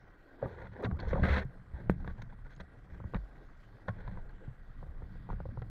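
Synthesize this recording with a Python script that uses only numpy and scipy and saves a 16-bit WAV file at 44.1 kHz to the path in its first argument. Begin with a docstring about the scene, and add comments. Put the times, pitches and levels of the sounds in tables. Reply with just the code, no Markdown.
"""Handling a small model boat, heard from its hull

The microphone sits in a camera in a waterproof case on the hull: water slaps, gulps and gurgles (ringing air
pockets) and a hand slides over it (surging, crackling friction). The case knocks and the loose camera clunks
(ringing modes) while the hollow hull booms and sways (low modes), over a steady muffled wash (shaped noise)."""
import sys
import numpy as np
from scipy import signal
from scipy.fft import rfft, irfft, next_fast_len
from scipy.io import wavfile
from scipy.ndimage import uniform_filter1d

SR = 44100
rng = np.random.default_rng(int(sys.argv[2]) if len(sys.argv) > 2 else 0)


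def dump(signal):
    """Clip the signal to [-1, 1] and save it as 16-bit WAV at the path in sys.argv[1]."""
    limited = np.clip(np.atleast_2d(signal).T, -1, 1)
    pcm = np.round(limited * 32767).astype(np.int16)
    wavfile.write(sys.argv[1], SR, pcm)


N = 251361
TIME = np.arange(N) / SR
PADDED = next_fast_len(N, True)
FREQ = np.fft.rfftfreq(PADDED, 1 / SR)

# The case knocks on the hull. Each row: start in seconds, level in dB, hardness as a tilt in dB per octave.
KNOCK_ROWS = [(0.4274, -41, -2.5), (0.4585, -31.5, -10), (0.848, -33.5, 1.5), (0.861, -35.5, -2),
              (0.9125, -40, -0.5), (0.991, -42, 2), (1.132, -31.5, 0.5), (1.156, -32.5, -5.5),
              (1.237, -26.5, -1.5), (1.2545, -29.5, -2), (1.269, -34.5, 0), (1.3085, -38, 1.5),
              (1.371, -30, -2), (1.381, -33, 2), (2.0461, -43, -1), (2.0765, -37.5, 0.5),
              (2.2216, -51.5, 3), (2.564, -67, 18), (2.6015, -45, 0.5), (3.1455, -34, 1),
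              (3.8835, -35, 0.5), (3.889, -36, -1), (4.078, -43, 0.5), (4.173, -45, -0.5),
              (5.6198, -42, 0.5)]
# The loose camera rocks in its mount. Each row: start in seconds, relative level in dB, hardness as a tilt
# in dB per octave.
CLUNK_ROWS = [(3.0018, -40.5, -2), (3.0411, -42, 0), (3.137, -31.5, 0), (4.828, -40.5, -4.5),
              (4.868, -50, -14), (5.0205, -44.5, -1), (5.1559, -50, -6), (5.2903, -36, -4), (5.302, -34, 1),
              (5.321, -44, 1), (5.33, -39.5, 0.5), (5.403, -37, -1), (5.455, -35.5, -8), (5.49, -44.5, -18),
              (5.5737, -37, -3)]
# Ringing of the plastic case. Each row: pitch in Hz, relative level in dB, time to fall 60 dB in seconds.
CASE_MODES = [(266, 7, 0.01), (529.5, 5, 0.038), (711, -5, 0.097), (910, 12.5, 0.0065), (1142, -6.5, 0.12),
              (1489, 7.5, 0.02), (1500, -19, 0.045), (2070, -22, 0.085), (1930, -20.5, 0.021),
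              (2420, -36, 0.0031), (3485, -5.5, 0.017), (3950, 5, 0.0027), (3830, -45.5, 0.013),
              (5040, -39, 0.022), (6400, -39, 0.013)]
# Ringing of the hollow hull. Each row: pitch in Hz, relative level in dB, time to fall 60 dB in seconds.
HULL_MODES = [(36.5, 4.5, 0.59), (71.5, 6, 0.31), (108.1, 6.5, 0.2), (130.4, -3.5, 0.27), (179, -7.5, 0.46)]


def amp(db):
    """Decibels to gain."""
    return 10 ** (np.asarray(db) / 20)


def evened(x):
    """Scales to rms 1."""
    return x / np.sqrt(np.mean(x ** 2) + 1e-20)


def crested(x, size):
    """Scales so that the loudest stretch of that many samples has rms 1."""
    return x / np.sqrt(uniform_filter1d(x ** 2, size, mode="constant").max() + 1e-20)


def read(points, hz):
    """Reads a spectrum on a log-frequency axis."""
    f, value = np.transpose(points)
    return np.interp(np.log(hz + 1), np.log(f + 1), value)


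def octaves(hz):
    """Octaves from 1 kHz, held below 300 Hz and above 6500 Hz."""
    return np.log2(np.clip(hz, 300, 6500) / 1000)


def coloured(x, db):
    """Filters by a gain given at every frequency."""
    return irfft(rfft(x, PADDED) * amp(db), PADDED)[:N]


def wander(hz):
    """Slow chance of rms 1, fading out smoothly around and above hz."""
    spectrum = rfft(rng.standard_normal(PADDED)) * np.exp(-np.minimum(FREQ / hz, 10) ** 2)
    return evened(irfft(spectrum, PADDED)[:N])


def add(mix, s, sound):
    """Mixes a sound in at a time in seconds."""
    part = mix[max(round(s * SR), 0):][:len(sound)]
    part += sound[:len(part)]


def ring(modes, t, gain_db=0, detune=1):
    """Sum of dying sines, one for each mode."""
    hz, db, t60 = np.transpose(modes)
    sines = np.sin(2 * np.pi * (hz * detune)[:, None] * t)
    return amp(db + gain_db) @ (amp(-60 * t / t60[:, None]) * sines)


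def sized_births(per_s, size_db, limit):
    """Chance starts at a mean rate, with levels spread upwards as far as size_db * limit."""
    return (rng.random(N) < per_s / SR) * amp(size_db * np.minimum(rng.exponential(1, N), limit))


def pockets(rows, level_db, rise_s, octaves_per_s):
    """Trapped air rings, rising in pitch as its pocket shrinks or falling as it opens."""
    out, t = np.zeros(N), np.arange(SR // 4) / SR
    for s, db, hz, t60 in rows:
        phase = 2 * np.pi * np.cumsum(hz * 2 ** (octaves_per_s * t)) / SR
        pocket = -np.sin(phase) * amp(-60 * t / t60)
        add(out, s, amp(db + level_db) * pocket * (1 - np.exp(-t / rise_s)))
    return out


def slaps():
    """Water slaps the wet hull, each slap ringing a hollow pocket of air that shrinks."""
    # Each row: start in seconds, relative level in dB, starting pitch in Hz, time to fall 60 dB in seconds.
    slap_rows = [(0.427, -20, 540, 0.043), (0.43, -32.5, 756, 0.029), (0.449, -26.5, 570, 0.018),
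                 (0.535, -44, 430, 0.063), (0.831, -43, 938, 0.074), (0.857, -37, 620, 0.05),
                 (1.032, -34.5, 525, 0.042), (1.073, -37, 450, 0.078), (1.131, -15.5, 518, 0.029),
                 (1.152, -35, 1126, 0.05), (1.16, -26, 530, 0.055), (1.194, -32, 595, 0.05),
                 (1.8975, -34.5, 440, 0.06), (1.8975, -10.5, 309, 0.012), (3.884, -29, 607, 0.044),
                 (4.077, -36.5, 960, 0.022), (4.173, -44, 940, 0.045), (4.186, -46, 704, 0.038),
                 (4.866, -47.5, 317, 0.042), (5.021, -43.5, 490, 0.033), (5.302, -32, 890, 0.021),
                 (5.403, -39, 560, 0.03)]
    return pockets(slap_rows, level_db=-1.5, rise_s=0.00069, octaves_per_s=1.9)


def gulps():
    """Water gulps under the hull, falling in pitch as the hollow opens."""
    # Each row: start in seconds, relative level in dB, starting pitch in Hz, time to fall 60 dB in seconds.
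    gulp_rows = [(0.425, -40.5, 127.6, 0.7), (0.463, -42, 228, 0.092), (0.843, -33, 252, 0.17),
                 (0.85, -29, 126, 0.2), (0.887, -31, 200, 0.16), (0.925, -40.5, 297, 0.1),
                 (1.085, -39, 193.3, 0.13), (1.135, -25, 174, 0.11), (1.19, -33.5, 218, 0.12),
                 (3.149, -24.5, 189, 0.076), (4.085, -46, 114, 0.15), (4.118, -41.5, 193.2, 0.31),
                 (5.52, -42, 251, 0.094)]
    return pockets(gulp_rows, level_db=0.5, rise_s=0.0022, octaves_per_s=-5)


def bump(rub, splash_db=-27, splash_s=0.0095, hiss_db=-46, hiss_s=0.009):
    """The hull lands squarely on the case: a steep push relaxes at once, with a short noisy splash."""
    start_s, level_db, contact_s, top_hz = 1.8975, -12.5, 0.00102, 2200
    t = np.arange(SR // 16) / SR
    push = signal.lfilter(*signal.butter(5, top_hz, fs=SR), np.exp(-t / contact_s))
    splash = amp(splash_db) * evened(rub[:SR // 16]) * np.exp(-t / splash_s)
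    hiss = amp(hiss_db) * rng.standard_normal(len(t)) * np.exp(-t / hiss_s)  # faint treble noise
    out = np.zeros(N)
    add(out, start_s, amp(level_db) * (splash + hiss - push))
    return out


def knocks(blows, modes, level_db=0, spread_db=4.5, detune=0.048, crack_db=-4, soft_hz=2600,
           dent_db=-2, dent_s=0.001):
    """Each blow rings the modes, a little differently by where it lands, with a brief gritty crack."""
    grit_db, crack_s, crack_hz = 0.1, 0.0027, 1800
    hiss_db, hiss_s = -42, 0.019
    crest = 176  # samples, 4 ms
    out, t = np.zeros(N), np.arange(SR // 8) / SR
    hz = np.transpose(modes)[0]
    wall = signal.butter(8, 7200, fs=SR, output="sos")  # the case lets little top treble through
    for s, db, tilt in blows:
        place, shift = rng.standard_normal((2, len(hz)))
        grit, noise = rng.standard_normal((2, len(t)))
        body = ring(modes, t, tilt * octaves(hz) + spread_db * place, 1 + detune * shift)
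        # a hard blow cracks louder and brighter
        crack_band = [380, np.clip(crack_hz * amp(tilt), 1300, 6500)]
        crack_filter = signal.butter(4, crack_band, "band", fs=SR, output="sos")
        crack = signal.sosfilt(crack_filter, grit * np.sqrt(t) * np.exp(-t / crack_s))
        # the wall dents once and springs back
        dent = (1 - t / (3 * dent_s)) * t * np.exp(-t / dent_s)
        blow = crested(body, crest) + amp(crack_db + grit_db * tilt) * crested(crack, crest)
        blow = blow + amp(dent_db) * crested(dent, crest)
        # a soft blow leaves out the treble
        soft = signal.butter(3, np.clip(soft_hz * amp(tilt), 1400, 6500), fs=SR)
        blow = signal.lfilter(*soft, signal.sosfilt(wall, blow))
        # faint treble noise around the blow
        hiss = amp(hiss_db) * noise * np.sqrt(t / hiss_s) * np.exp(-t / hiss_s)
        add(out, s, amp(db + level_db) * (hiss - crested(blow, crest)))
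    return out


def clunks():
    """The loose camera rocks in its mount, each dull blow ringing the mount's modes."""
    # Each row: pitch in Hz, relative level in dB, time to fall 60 dB in seconds.
    mount_modes = [(532, 5, 0.033), (760, 0.5, 0.015), (922, 7, 0.011), (1130, -7, 0.018),
                   (1410, -10.5, 0.059)]
    return knocks(CLUNK_ROWS, mount_modes, level_db=-6, spread_db=5.5, detune=0.033, crack_db=-8.5,
                  soft_hz=1910, dent_db=-10, dent_s=0.0017)


def friction(slips_per_s=2500, size_db=3, catch_hz=160, catch_db=1.6, smooth=0.59, ring_share=0.32):
    """Tiny slips and drops come in clumps and sound through the case."""
    # Colour of rubbing. Each row: frequency in Hz, relative level in dB per Hz.
    rub_colour = [(150, -32), (260, -11), (520, 2.5), (750, -9), (950, -1.5), (1220, -23.5), (1550, 0.5),
                  (1900, -2.5), (2500, -16), (2900, -29), (3400, -18.5), (4200, -17.5), (4900, -30),
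                  (6500, -33), (7600, -49), (15000, -53)]
    slips = sized_births(slips_per_s, size_db, 4) * rng.choice([-1, 1], N)
    drive = evened(slips) + smooth * rng.standard_normal(N)
    drive = drive * amp(catch_db * wander(catch_hz))
    case_ring = np.diff(ring(CASE_MODES, np.arange(SR // 8) / SR))
    ringing = signal.fftconvolve(drive, case_ring)[:N]
    ringing = signal.lfilter(*signal.butter(2, 2200, fs=SR), ringing)
    return evened(coloured(drive, read(rub_colour, FREQ))) + ring_share * evened(ringing)


def judder(rub, per_s=72, jitter=0.3, fade_s=0.019, spread_db=3, steady=0.9, wall_hz=5200, groan_db=1.5):
    """Wet skin sticks and slips unevenly: gives the bursts of rubbing and a resonant groan."""
    # Broad resonances that colour the slide. Each row: pitch in Hz, relative level in dB, time to fall
    # 60 dB in seconds.
    slide_modes = [(199, 2.5, 0.35), (405, -13, 0.14), (537, 5.5, 0.093), (1470, -11, 0.06),
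                   (1624, -15, 0.06), (1860, -1.5, 0.068), (2020, 6, 0.042)]
    t = np.arange(SR // 4) / SR
    turns = np.cumsum(per_s * np.exp(jitter * wander(60))) / SR
    slips = np.diff(np.floor(turns), prepend=0) * amp(spread_db * rng.standard_normal(N))
    bursts = steady + signal.fftconvolve(slips, np.exp(-t / fade_s))[:N]
    groan = signal.fftconvolve(bursts * rng.standard_normal(N), ring(slide_modes, t))[:N]
    wall = signal.butter(3, wall_hz, fs=SR)  # the case dulls the slips
    return signal.lfilter(*wall, rub * bursts), amp(groan_db) * evened(groan)


def crackle(per_s=520, low_hz=1300, high_hz=4300, cycles=7, size_db=3, tilt=-7, count=24):
    """The squeezed film of water bursts in separate little pops at a spread of pitches."""
    out, t = np.zeros(N), np.arange(SR // 40) / SR
    for hz in np.geomspace(low_hz, high_hz, count):
        pops = sized_births(per_s / count, size_db, 2)
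        pop = np.sin(2 * np.pi * hz * t) * np.exp(-hz * t / cycles) * (1 - np.exp(-hz * t))
        out += amp(tilt * octaves(hz)) * signal.oaconvolve(pops, pop)[:N]
    return evened(out)


def slide(rub, crackle_db=-8.0):
    """The hand closes on the hull in one long surging slide, brighter as the grip tightens, then rests."""
    start_s, end_s, attack_s, release_db_per_s = 1.228, 1.3946, 0.0062, 600
    level_db, tilt_start, tilt_end = -39.5, 0.39, 3.5  # tilts in dB per octave
    # Surges of the hand. Each row: time in seconds, pressure in dB.
    surge_rows = [(1.232, 2), (1.26, -0.5), (1.276, -5), (1.292, 4), (1.302, -0.5), (1.314, 3.5),
                  (1.326, 1), (1.342, 3), (1.364, -1.5), (1.383, 1), (1.4, -0.5)]
    bursts, groan = judder(rub)
    dull = evened(coloured(bursts, tilt_start * octaves(FREQ)))
    bright = evened(coloured(bursts, tilt_end * octaves(FREQ)))
    grip = np.clip((TIME - start_s) / (end_s - start_s), 0, 1)
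    attack = np.clip((TIME - start_s) / attack_s, 0, 1)
    release_db = release_db_per_s * np.clip(TIME - end_s, 0, 1)
    pressure_db = np.interp(TIME, *np.transpose(surge_rows))
    wet = (1 - grip) * dull + grip * bright + groan + amp(crackle_db) * crackle()
    return wet * attack * amp(level_db + pressure_db - release_db)


def strokes(rub, level_db=-1, edge_s=0.015, taper=0.11):
    """Water and fingers slide on the hull in short stretches, each of its own strength and brightness."""
    # Each row: start in seconds, end in seconds, relative level in dB, tilt in dB per octave.
    stroke_rows = [(0.409, 0.469, -46, -6), (0.463, 0.567, -58, 0), (0.555, 0.679, -53, -3),
                   (0.71, 0.751, -60, -1), (0.737, 0.884, -51.5, -4.5), (0.824, 0.875, -48, 1.5),
                   (0.992, 1.015, -51.5, 2.5), (0.999, 1.136, -52.5, -0.5), (1.07, 1.116, -68.5, 13),
                   (1.097, 1.255, -51, -1), (1.405, 1.441, -48.5, 0.5), (1.731, 1.829, -56, -2.5),
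                   (2.053, 2.126, -58, -0.5), (2.217, 2.227, -50.5, 6), (2.491, 2.552, -65, 4.5),
                   (2.594, 2.623, -53.5, 2.5), (2.888, 2.969, -66, -0.5), (3.146, 3.18, -49.5, -3),
                   (3.876, 3.901, -45.5, -0.5), (3.956, 4.22, -61, -1.5), (4.397, 4.464, -58, -9),
                   (5.28, 5.353, -67.5, 4.5)]
    out = np.zeros(N)
    for start, end, db, tilt in stroke_rows:
        part = rub[round(start * SR):][:max(round((end - start) * SR), 256)]
        part = part * signal.windows.tukey(len(part), taper + 2 * edge_s * SR / len(part))
        tilt_db = tilt * octaves(np.fft.rfftfreq(len(part), 1 / SR))
        part = irfft(rfft(part) * amp(tilt_db), len(part))
        add(out, start, amp(db + level_db) * evened(part))
    return out


def booms(blows, spread_octaves=0.2):
    """Each blow makes the nearest panel boom, then the whole hull give, as pushes for thuds()."""
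    # Panel, then hull. Each row: delay in seconds, level against the blow in dB, central pitch in Hz.
    boom_rows = [(0.003, -2.5, 167.6), (0.009, -1.5, 86.2)]
    db_per_hardness = 0.9  # raises hard blows, lowers soft ones
    limit_db = -42  # the stiff hull is pushed no harder than this
    pushes = []
    for s, db, tilt in blows:
        weight_db = db + db_per_hardness * tilt
        places = 2 ** (spread_octaves * rng.standard_normal(2))  # pitch depends on where the blow lands
        for (delay_s, boom_db, hz), place in zip(boom_rows, places):
            pushes.append((s + delay_s, min(weight_db + boom_db, limit_db), hz * place))
    return pushes


def thuds(level_db=-1, cycles=2.5, ring_db=-8, reach=0.34):
    """A push flexes the hull for a cycle or two and leaves the nearest modes ringing."""
    # Further low pushes on the hull, alone or under a blow. Each row: start in seconds, relative level in dB,
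    # pitch in Hz.
    thud_rows = [(0.923, -29, 78.5), (1.07, -30, 55.7), (1.223, -24, 71), (1.25, -37, 194),
                 (1.305, -24, 70), (1.452, -34, 130), (1.736, -34.5, 61.7), (1.8995, -25.5, 182),
                 (1.903, -32.5, 62.3), (2.922, -41, 56.6), (3.05, -41, 80), (3.155, -31.5, 48.5),
                 (3.888, -33, 111), (4.049, -37.5, 39.4), (4.479, -37, 126), (4.875, -41.5, 70),
                 (5.03, -42.5, 64), (5.305, -38.5, 37), (5.338, -42, 114), (5.467, -38, 80.3)]
    out, t = np.zeros(N), np.arange(SR // 2) / SR
    mode_hz = np.transpose(HULL_MODES)[0]
    for s, db, hz in [*thud_rows, *booms([*KNOCK_ROWS, *CLUNK_ROWS])]:
        flex = np.sin(2 * np.pi * hz * t) * np.exp(-hz * t / cycles)
        tail = ring(HULL_MODES, t, -6 * abs(np.log2(mode_hz / hz)) / reach)
        push = (flex + amp(ring_db) * tail) * (1 - np.exp(-5 * hz * t))
        add(out, s, amp(db + level_db) * crested(push, size=440))
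    return out


def sway(flex_hz=35, top_hz=230, lump_db=2):
    """Uneven pressure of water and hand keeps the hull flexing and rumbling in its modes."""
    # The hull shakes. Each row: time in seconds, slow flexing in dB, ringing in dB.
    sway_rows = [(0.0, -62, -60.5), (0.24, -61.5, -63), (0.83, -74, -48.5), (1.06, -39.5, -41),
                 (1.269, -37.5, -32.5), (1.48, -54.5, -60), (1.73, -56.5, -55), (1.92, -42.5, -42.5),
                 (2.13, -48, -47), (2.3, -48.5, -53), (2.68, -54.5, -58.5), (2.97, -51, -54),
                 (3.13, -52, -47.5), (3.26, -51.5, -57.5), (3.87, -56, -59.5), (4.05, -43.5, -47),
                 (4.46, -49, -57.5), (5.7, -46.5, -48)]
    s, flexing_db, ringing_db = np.transpose(sway_rows)
    hull_ring = np.diff(ring(HULL_MODES, np.arange(SR // 2) / SR))
    rumble = signal.fftconvolve(rng.standard_normal(N), hull_ring)[:N]
    rumble = signal.lfilter(*signal.butter(2, top_hz, fs=SR), rumble)
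    rumble = evened(rumble * amp(lump_db * wander(16)))
    flex_band = signal.butter(2, [17, flex_hz], "band", fs=SR, output="sos")
    flex = evened(signal.sosfilt(flex_band, rng.standard_normal(N)))
    return rumble * amp(np.interp(TIME, s, ringing_db)) + flex * amp(np.interp(TIME, s, flexing_db))


def gurgle(level_db=-1, per_s=200, low_hz=380, high_hz=1400, cycles=5, glide=3, size_db=3, count=24):
    """Many small pockets of air ring for a few cycles, rising in pitch; the small ones are fainter."""
    # Water gurgling along the hull. Each row: time in seconds, relative level in dB.
    gurgle_rows = [(0.38, -65), (0.44, -44), (0.49, -57), (0.65, -58), (0.72, -80), (0.84, -42),
                   (0.89, -55.5), (1.1, -51), (1.17, -43), (1.39, -44), (1.45, -61)]
    out, t = np.zeros(N), np.arange(SR // 16) / SR
    for hz in np.geomspace(low_hz, high_hz, count):
        births = sized_births(per_s / count, size_db, 3)
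        bubble = np.sin(2 * np.pi * hz * t * (1 + glide * t)) * np.exp(-hz * t / cycles)
        bubble = bubble * (1 - np.exp(-hz * t)) ** 2
        out += signal.oaconvolve(births, bubble)[:N] / np.sqrt(hz)
    course_db = np.interp(TIME, *np.transpose(gurgle_rows), left=-120, right=-120)
    return evened(out) * amp(level_db + course_db)


def drips(rub, ring_s=0.035, splash_db=-9, splash_s=0.0044):
    """Drops land near the case, each with a brief splash and one small ringing bubble."""
    # Each row: start in seconds, relative level in dB, starting pitch in Hz.
    drip_rows = [(0.585, -50, 1130), (0.616, -49.5, 1840), (0.652, -54, 592), (0.667, -45.5, 1414),
                 (0.797, -62, 1060), (2.002, -50.5, 770), (2.025, -58.5, 735), (2.099, -56, 910),
                 (2.18, -51.5, 960), (2.193, -48, 814), (2.298, -54, 1530), (2.325, -50.5, 936),
                 (2.456, -53, 1430), (2.462, -50.5, 470), (2.945, -58, 1220), (3.272, -67, 1570),
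                 (3.901, -49.5, 1550), (3.985, -54, 1520), (3.991, -56, 460), (4.002, -54, 1500),
                 (4.069, -56, 550), (4.119, -65, 603), (4.288, -56, 453), (4.44, -64, 503),
                 (5.511, -55, 600)]
    splashes, t = np.zeros(N), np.arange(SR // 16) / SR
    for s, db, hz in drip_rows:
        add(splashes, s, amp(db + splash_db) * t / splash_s * np.exp(1 - t / splash_s))
    bubbles = [(*row, ring_s) for row in drip_rows]
    return splashes * evened(rub) + pockets(bubbles, level_db=0.5, rise_s=0.00048, octaves_per_s=4.6)


def spray(ring_s=0.016):
    """Small bright droplets burst on the case, each ringing for a few milliseconds and rising a little."""
    # Each row: start in seconds, relative level in dB, starting pitch in Hz.
    spray_rows = [(0.846, -37, 3800), (0.853, -42, 2650), (0.8543, -49, 4480), (1.0015, -38, 4250),
                  (1.003, -44.5, 3340), (1.009, -49, 4400), (1.086, -52, 3500), (1.093, -57, 5500),
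                  (2.077, -49.5, 3640), (2.22, -54, 3420), (2.5515, -63, 6400), (2.5633, -60, 6650),
                  (4.293, -59, 4200)]
    droplets = [(*row, ring_s) for row in spray_rows]
    return pockets(droplets, level_db=-3.5, rise_s=0.0003, octaves_per_s=4.5)


def trickle(level_db=-70, per_s=600, low_hz=1000, high_hz=2000, cycles=2.1, size_db=3, count=20):
    """Water runs off the wet hull in faint, soft drops at a spread of pitches."""
    out, t = np.zeros(N), np.arange(SR // 20) / SR
    for hz in np.geomspace(low_hz, high_hz, count):
        drops = sized_births(per_s / count, size_db, 2)
        plip = np.sin(2 * np.pi * hz * t) * hz * t * np.exp(-2 * hz * t / cycles)
        out += signal.oaconvolve(drops, plip)[:N]
    return amp(level_db) * evened(out)


def rippled(wash, ripple_db=1.53, drift_db=2.03):
    """Wavelets brighten patches of the wash for a moment, and broader patches drift slowly."""
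    z = signal.stft(wash, nperseg=512)[2]
    quick, slow = rng.standard_normal((2, *z.shape))
    # smoothed over frequency, then over time
    quick = evened(uniform_filter1d(uniform_filter1d(quick, size=6, axis=0), size=7, axis=1))
    slow = evened(uniform_filter1d(uniform_filter1d(slow, size=22, axis=0), size=36, axis=1))
    return signal.istft(z * amp(ripple_db * quick + drift_db * slow), nperseg=512)[1][:N]


def air(level_db=-65.5):
    """Steady open air and far water: flickering noise, muffled and coloured by the closed case."""
    # Open air and far water. Each row: frequency in Hz, relative level in dB per Hz.
    air_colour = [(12, -48), (20, -4.5), (74, -15.5), (115, -10.5), (202, -14), (252, 4), (767, -3.5),
                  (857, -5), (1200, -35), (1580, -4.5), (1820, -21.5), (1970, -17.5), (2840, -32.5),
                  (3260, -30), (15500, -40)]
    # Hum of the closed case. 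Each row: centre in Hz, width in Hz, lift or dip in dB.
    hum_rows = [(119, 11, -5.5), (186, 18, -7.5), (353, 51, -2), (1420, 110, 11.5), (1906, 85, 12.5),
                (2940, 1900, 8.5), (4250, 2100, 5.5)]
    colour_db = read(air_colour, FREQ)
    for hz, width, db in hum_rows:
        colour_db = colour_db + db / (1 + (2 * (FREQ - hz) / width) ** 2)
    wash = rippled(coloured(rng.standard_normal(N), colour_db))
    # the level is set by what lies above 300 Hz
    body = np.std(signal.sosfilt(signal.butter(4, 300, "high", fs=SR, output="sos"), wash))
    flicker_db = 1.1 * wander(40) + 0.6 * wander(5)
    return wash / body * amp(level_db + flicker_db)


def scene():
    """Everything reaches the one microphone through the case."""
    rub = friction()
    big_bubbles = gurgle(level_db=-3.5, per_s=22, low_hz=182, high_hz=363.4, cycles=14.0, glide=3.22,
                         size_db=2.5, count=8)
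    water = slaps() + gulps() + gurgle() + big_bubbles + drips(rub) + spray() + trickle()
    blows = knocks(KNOCK_ROWS, CASE_MODES) + bump(rub) + clunks()
    hull = thuds() + sway()
    hand = strokes(rub) + slide(rub)
    return (water + blows + hull + hand + air())[None]


def record(dry):
    """The recorder's band limit, a steep low-pass at 15.7 kHz."""
    low_pass = signal.firwin(511, 15700, window=("kaiser", 9), fs=SR)
    return signal.oaconvolve(dry, low_pass[None], "same")


dry = scene()
out = record(dry)
dump(out)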